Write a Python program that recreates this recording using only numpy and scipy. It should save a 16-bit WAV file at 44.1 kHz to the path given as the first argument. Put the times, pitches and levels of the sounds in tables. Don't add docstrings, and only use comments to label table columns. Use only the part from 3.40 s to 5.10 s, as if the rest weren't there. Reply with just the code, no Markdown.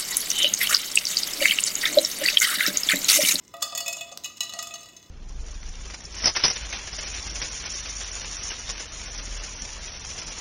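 import sys
import numpy as np
from scipy import signal
from scipy.fft import rfft, irfft, next_fast_len
from scipy.io import wavfile

SR = 44100
rng = np.random.default_rng(int(sys.argv[2]) if len(sys.argv) > 2 else 0)


def pcm_store(signal):
    levels = np.round(np.clip(np.atleast_2d(signal), -1, 1) * 32767)
    wavfile.write(sys.argv[1], SR, levels.astype(np.int16).T)


def gain_from_db(level_db):
    decades = np.asarray(level_db, float) / 20
    return 10 ** decades


N = 74970

# (frequency [Hz], level per Hz [dB])
FLAME_COLOUR = [(25, -28), (47, 3.5), (105, 6.5), (310, 6.5), (800, -9), (6000, -16.5), (10000, -28.5),
                (14500, -17.5)]
# (frequency [Hz], width [Hz], level [dB])
WHISTLES = [
    (998, 6.8, -71),
    (2087, 33, -73.5),
    (5220, 48, -72),
    (5450, 110, -75),
]
# (frequency [Hz], time to fall 60 dB [s])
ROOM_DECAY = [(400, 0.72), (800, 0.67), (3000, 0.54), (12000, 0.27)]
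# (time [s], level [dB], length [s])
GLASS_SLIDES = [
    (0.031, -61, 0.017),
    (0.045, -59.5, 0.017),
    (0.078, -47.5, 0.0045),
    (0.082, -61, 0.017),
    (0.206, -49, 0.01),
    (0.975, -47.5, 0.009),
]
# (frequency [Hz], level [dB])
GLASS_COLOUR = [(2500, -11), (4500, -6), (6000, 2), (7500, -1), (9000, -9.5), (12000, -25)]
AIR_KNOCK_TIMES = [.168, .4826, .4945, .5275, .7157, .7744, 1.1373, 1.1885, 1.2255, 1.2891, 1.6275]
AIR_KNOCK_LEVELS = [-37, -25.5, -38, -33, -36.5, -21, -24.5, -32.5, -29, -39, -47]
# (frequency [Hz], level [dB])
AIR_KNOCK_COLOUR = [(800, -11.5), (2500, -14), (4000, 6), (6400, -5), (7200, -4.5), (10000, -15),
                    (15500, -9.5), (17000, -3.5)]
# (time [s], level [dB])
SEED_POUR = [
    (0.0, -65),
    (.13, -57),
    (.25, -41.5),
    (0.454, -42),
    (.67, -48),
    (0.814, -55),
    (.95, -53),
    (1.16, -40.5),
    (1.42, -47),
    (1.7, -57.5),
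]
# (frequency [Hz], level [dB])
CRACK_COLOUR = [(7500, -51), (9000, -4.5), (9800, -11.5), (11000, -6.5), (12500, -2), (14200, -9.5),
                (15300, -4), (16500, 3.5)]
# (frequency [Hz], level [dB])
PUFF_COLOUR = [(400, -35), (1100, -8.5), (1600, -17.5), (3500, -9.5), (5900, -9), (6800, 3), (8500, -7),
               (9800, -35)]
WALL_TONES = [559, 680, 1228, 1934, 2566, 2898, 3463, 3928, 4424, 4659, 5237, 6318, 6877, 7410]
WALL_TWINS = [585, 642, 1183, 1946, 2586, 2923, 3530, 3977, 4460, 4957, 5282, 6358, 6830, 7066]
# (time to fall 60 dB [s], twin [dB], struck near [dB], struck middle [dB], struck far [dB])
WALL_RINGING = [(0.5, -39, -13.5, -12.5, -17.5), (0.19, -0.5, -11, -8, -9.5), (0.13, -4, -1.5, -7.5, -2),
                (0.14, -8, -10, -19.5, -9), (0.22, -6.5, -15, -10, -11.5),
                (0.084, -0.5, -14.5, -10.5, -2.5), (0.11, -3.5, -5, -3, -7.5), (0.054, 5, -20.5, -17, -3),
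                (0.13, 0.5, -2.5, -8.5, -3.5), (0.34, 2.5, -9, -23, -17), (0.079, 0.5, 1, 0, 2),
                (0.035, 11.5, -7, -5.5, 2), (0.046, 5, -3, 2, -2.5), (0.063, -13, 3, 2.5, -32)]
BASE_TONES = [785, 960, 5412, 6760, 8090, 8457, 8740, 10270, 10960, 11550, 12330, 13500, 15080, 15400]
# (time to fall 60 dB [s], level [dB])
BASE_RINGING = [(0.04, -6.5), (0.074, -13.5), (0.07, -3.5), (0.076, 6.5), (0.066, -3), (0.075, -26),
                (0.15, -11.5), (0.067, -17), (0.26, -8.5), (0.074, -5), (0.083, 0), (0.033, -9), (.04, -28),
                (0.085, -5)]
PING_TONES = [680, 1228, 1934, 2566, 2898, 3463, 3928, 6340, 6860]
PING_DECAYS = [0.17, 0.22, 0.18, 0.23, 0.1, 0.11, 0.11, 0.045, 0.1]
# (time [s], level [dB])
PING_LANDINGS = [
    [(.139, -35), (.222, -36), (.323, -41), (.35, -37), (.405, -36), (.462, -38), (.48, -41), (.61, -38.5),
     (.717, -50), (1.006, -41), (1.138, -36.5), (1.167, -35.5), (1.19, -37.5), (1.308, -42), (1.34, -46)],
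    [(.224, -34), (.323, -48), (.568, -52.5), (.9, -48.5), (1.19, -36.5), (1.268, -40.5), (1.341, -46),
     (1.15, -43)],
    [(.225, -33), (.323, -51), (.845, -42.5), (1.137, -42), (1.19, -42)],
    [(.375, -31), (.461, -29), (.481, -25.5), (.528, -34.5), (.6105, -32.5), (.846, -34.5), (1.007, -37),
     (1.226, -41), (1.308, -43.5)],
    [(.405, -33), (.58, -38.5), (.845, -32.5), (1.007, -34.5), (1.033, -49), (1.166, -40), (1.19, -38.5)],
    [(.222, -24), (.378, -30.5), (.61, -35), (.692, -57), (1.007, -45), (1.226, -42), (1.27, -44)],
    [(.585, -45), (.846, -38), (1.566, -49)],
    [(.725, -35), (.845, -31), (1.566, -36)],
    [(.35, -27.5), (.461, -29), (.59, -44), (.61, -35), (.481, -28), (.528, -39), (.568, -51), (.63, -44)],
]
# (time [s], level [dB])
BARK_BLOWS = [
    (.7176, -34.5),
    (.3235, -41),
]
# (time [s], peak level [dB], low ring [dB], middle ring [dB], crack [dB])
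NEAR_PIECES = [
    (0.139, -31.5, 2, 5.5, -12.5),
    (0.167, -41, -14, -18, -11),
    (0.219, -16.5, -11, -51, -24),
    (0.224, -3.5, -25.5, -10, -19.5),
    (0.323, -24, -7, 2, -29),
    (0.35, -9.5, -25, -11, -22.5),
    (0.375, -10.5, -30.5, -11.5, -11.5),
    (0.404, -9.5, -24, -30, -22),
    (0.691, -34.5, -16.5, 4, -23),
    (0.724, -29, -11, -51, -28),
]
MIDDLE_PIECES = [(0.461, -14.5, -17.5, -10.5, -24), (0.48, -9, -21, -10.5, -18.5),
                 (0.496, -24, -11, -11, -23), (0.527, -14, -29, -47, -19.5),
                 (0.567, -18.5, -14.5, -15, -23), (0.587, -29, -26, -4, -17),
                 (0.609, -17, -22.5, -8.5, -20), (0.615, -40, -31, 10, -36), (0.718, -27.5, -14, -6.5, -42),
                 (0.844, -14, -39, -14, -24), (1.226, -13.5, -45, -14, -18.5), (1.27, -19, -39, -10.5, -22),
                 (1.308, -34.5, -14, 6.5, -17), (0.53, -21.5, -34, -5.5, -30), (.378, -20, -12, -4.0, -36),
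                 (0.48, -24.5, -11, 0.5, -20)]
FAR_PIECES = [(.8364, -27.5, -37, -4.5, -14), (0.857, -23.5, -14, -2, -10), (0.97, -29, -40, -9, -17),
              (1.006, -8.5, -28, -5.5, -16.5), (1.032, -16, -23, -11, -25), (1.094, -24.5, -17, -3.5, -18),
              (1.124, -28, -11, -1, -31), (1.136, -18.5, -14.5, -43, -46), (1.167, -36, -7, -29, -18),
              (1.189, -12, -21, -13, -28), (1.339, -17, -21.5, -15.5, -22), (1.356, -24.5, -27, -5.5, -21),
              (1.407, -30, -42, -21, -20), (1.431, -29, -32, -11.5, -19), (1.458, -31.5, -21, -10, -30),
              (1.487, -34, -20, -5, -18), (1.507, -87, -21, -36, -14), (1.565, -29, -35, -14.5, -21),
              (1.627, -37.5, -20, -3.5, -66), (1.66, -41, -27, -11, -31), (1.696, -38, -32, -14, -31)]
TOP_RING_TRIM = [-3.5, -3, -8]
TOUCH_LEVELS = [-1, -7.5, -12.5, -13]


def unit(x):
    return x / np.sqrt(np.mean(x ** 2) + 1e-20)


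def along(points, hz):
    f, v = np.transpose(points)
    return np.interp(np.log(hz + 1), np.log(f + 1), v)


def filtered(x, response):
    m = next_fast_len(N + 8192)
    return irfft(rfft(x, m) * response(np.fft.rfftfreq(m, 1 / SR)), m)[..., :N]


def train(s, gain):
    place = np.clip(np.round(s * SR).astype(int), 0, N - 1)
    return np.bincount(place, gain, N)


def burner():
    noise = rng.standard_normal(N)
    out = gain_from_db(-59) * unit(filtered(noise, lambda hz: gain_from_db(along(FLAME_COLOUR, hz))))
    for hz, width, db in WHISTLES:
        noise = rng.standard_normal(N)
        whistle = filtered(noise, lambda f: 1 / (1 + ((f - hz) / width) ** 2))
        out += gain_from_db(db) * unit(whistle)
    return out


def kitchen(x):
    wall_delay_s = 0.006
    hz, t, z = signal.stft(rng.standard_normal(SR // 2), SR, nperseg=256)
    dying = z * gain_from_db(-60 * t / along(ROOM_DECAY, hz)[:, None])
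    tail = signal.istft(dying, SR, nperseg=256)[1]
    delayed = np.pad(x, (round(wall_delay_s * SR), 0))
    return signal.fftconvolve(delayed, tail / np.linalg.norm(tail))[:N]


def bowl():
    t = np.arange(N) / SR
    stroke = np.zeros(N)
    for s, db, length in GLASS_SLIDES:
        stroke += gain_from_db(db) * np.exp(-((t - s - length / 2) / length * 2) ** 2)
    grit = rng.standard_normal(N)
    grit *= gain_from_db(5.1 * rng.standard_normal(N // 40 + 1).repeat(40)[:N])
    return stroke * unit(filtered(grit, lambda hz: gain_from_db(along(GLASS_COLOUR, hz))))


def crack(s, db, t60, spectrum):
    fade = signal.lfilter([1], [1, -gain_from_db(-60 / (t60 * SR))], train(s, gain_from_db(db)))
    grit = rng.standard_normal(N)
    colour = lambda hz: gain_from_db(along(spectrum, hz))
    return filtered(fade * grit, colour) / np.std(filtered(grit, colour))


def air_knocks():
    return crack(np.array(AIR_KNOCK_TIMES), np.array(AIR_KNOCK_LEVELS), 0.0087, AIR_KNOCK_COLOUR)


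def ring(x, hz, t60):
    rise_s = 7.8 / hz
    w = 2 * np.pi * hz / SR
    radii = gain_from_db(-60 / (np.array([max(t60, 0.01), rise_s]) * SR))
    fade, rise = (signal.lfilter([0, np.sin(w)], [1, -2 * r * np.cos(w), r * r], x) for r in radii)
    return fade - rise


def pot(s, spot, low_db, mid_db, high_db, top_db, scatter_db):
    walls, twins = [], []
    for hz, twin_hz, (t60, twin_db, *db) in zip(WALL_TONES, WALL_TWINS, WALL_RINGING):
        spot_db = np.array(db)[spot]
        walls.append((hz, t60, spot_db))
        twins.append((twin_hz, t60, spot_db + twin_db))
    base = [(hz, t60, db) for hz, (t60, db) in zip(BASE_TONES, BASE_RINGING)]
    modes = walls + twins + base
    luck = rng.standard_normal((len(s), len(modes), 2))
    out = np.zeros(N)
    for k, (hz, t60, db) in enumerate(modes):
        band = np.searchsorted([1500, 4200, 9000], hz)
        band_db = [low_db, mid_db, high_db, top_db][band]
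        gain = gain_from_db(db + band_db + scatter_db * luck[:, k, 0])
        push = np.sign(luck[:, k, 1])
        out += ring(train(s, gain * push), hz, t60)
    return out


def seeds():
    count, spread_db = 330, 3
    s, size, spot = rng.uniform(size=(count, 3)).T
    s = s * N / SR
    db = np.interp(s, *np.transpose(SEED_POUR)) - spread_db * np.log(np.maximum(size, 0.07))
    ring_db = db - 28.5
    rung = pot(s, (spot * 3).astype(int), ring_db + 6.5, ring_db + 14.0, ring_db, ring_db - 31, 1.5)
    sharp = crack(s, db - 13, 0.0097, CRACK_COLOUR)
    puff = crack(s, db - 17, 0.024, PUFF_COLOUR)
    return rung + sharp + puff


def pings():
    out = np.zeros(N)
    s, db = np.transpose(BARK_BLOWS)
    for hz in (577, 704):
        out += ring(train(s, gain_from_db(db)), hz, 0.057)
    for hz, t60, landings in zip(PING_TONES, PING_DECAYS, PING_LANDINGS):
        s, db = np.transpose(landings)
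        out += ring(train(s, gain_from_db(db)), hz, t60)
    return out


def pieces():
    tumble_s = 0.002
    sides = (NEAR_PIECES, MIDDLE_PIECES, FAR_PIECES)
    rows = np.array([(*row, spot) for spot, table in enumerate(sides) for row in table])
    touch = np.tile(np.arange(4), len(rows))
    s, db, low, mid, top, spot = np.repeat(rows, 4, axis=0).T
    spot = spot.astype(int)
    s = s + tumble_s * touch * rng.uniform(0.6, 1.4, len(s))
    db = db + np.array(TOUCH_LEVELS)[touch]
    top_db = db + top + np.array(TOP_RING_TRIM)[spot]
    rung = pot(s, spot, db + low + 7, db + mid + 2.5, db - 12.5, top_db, 0.5)
    sharp = crack(s, db + top + 2, 0.024, CRACK_COLOUR)
    puff = crack(s, db - 20.5, 0.025, PUFF_COLOUR)
    return gain_from_db(-13) * rung + sharp + puff


def scene():
    thin_hz = 350
    contacts = pieces() + pings() + seeds() + bowl()
    near = filtered(contacts, lambda hz: 1 / (1 + (thin_hz / (hz + 1)) ** 4))
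    ticks = air_knocks()
    echo = kitchen(gain_from_db(-8) * near + gain_from_db(-10.5) * ticks)
    return (near + ticks + echo + burner())[None]


def top_cut(x):
    return signal.sosfilt(signal.butter(12, 17170, fs=SR, output="sos"), x)


def record(dry):
    mix = filtered(dry, lambda hz: np.where(hz < 15800, 1, gain_from_db(-52)))
    return top_cut(mix)


dry = scene()
out = record(dry)
pcm_store(out)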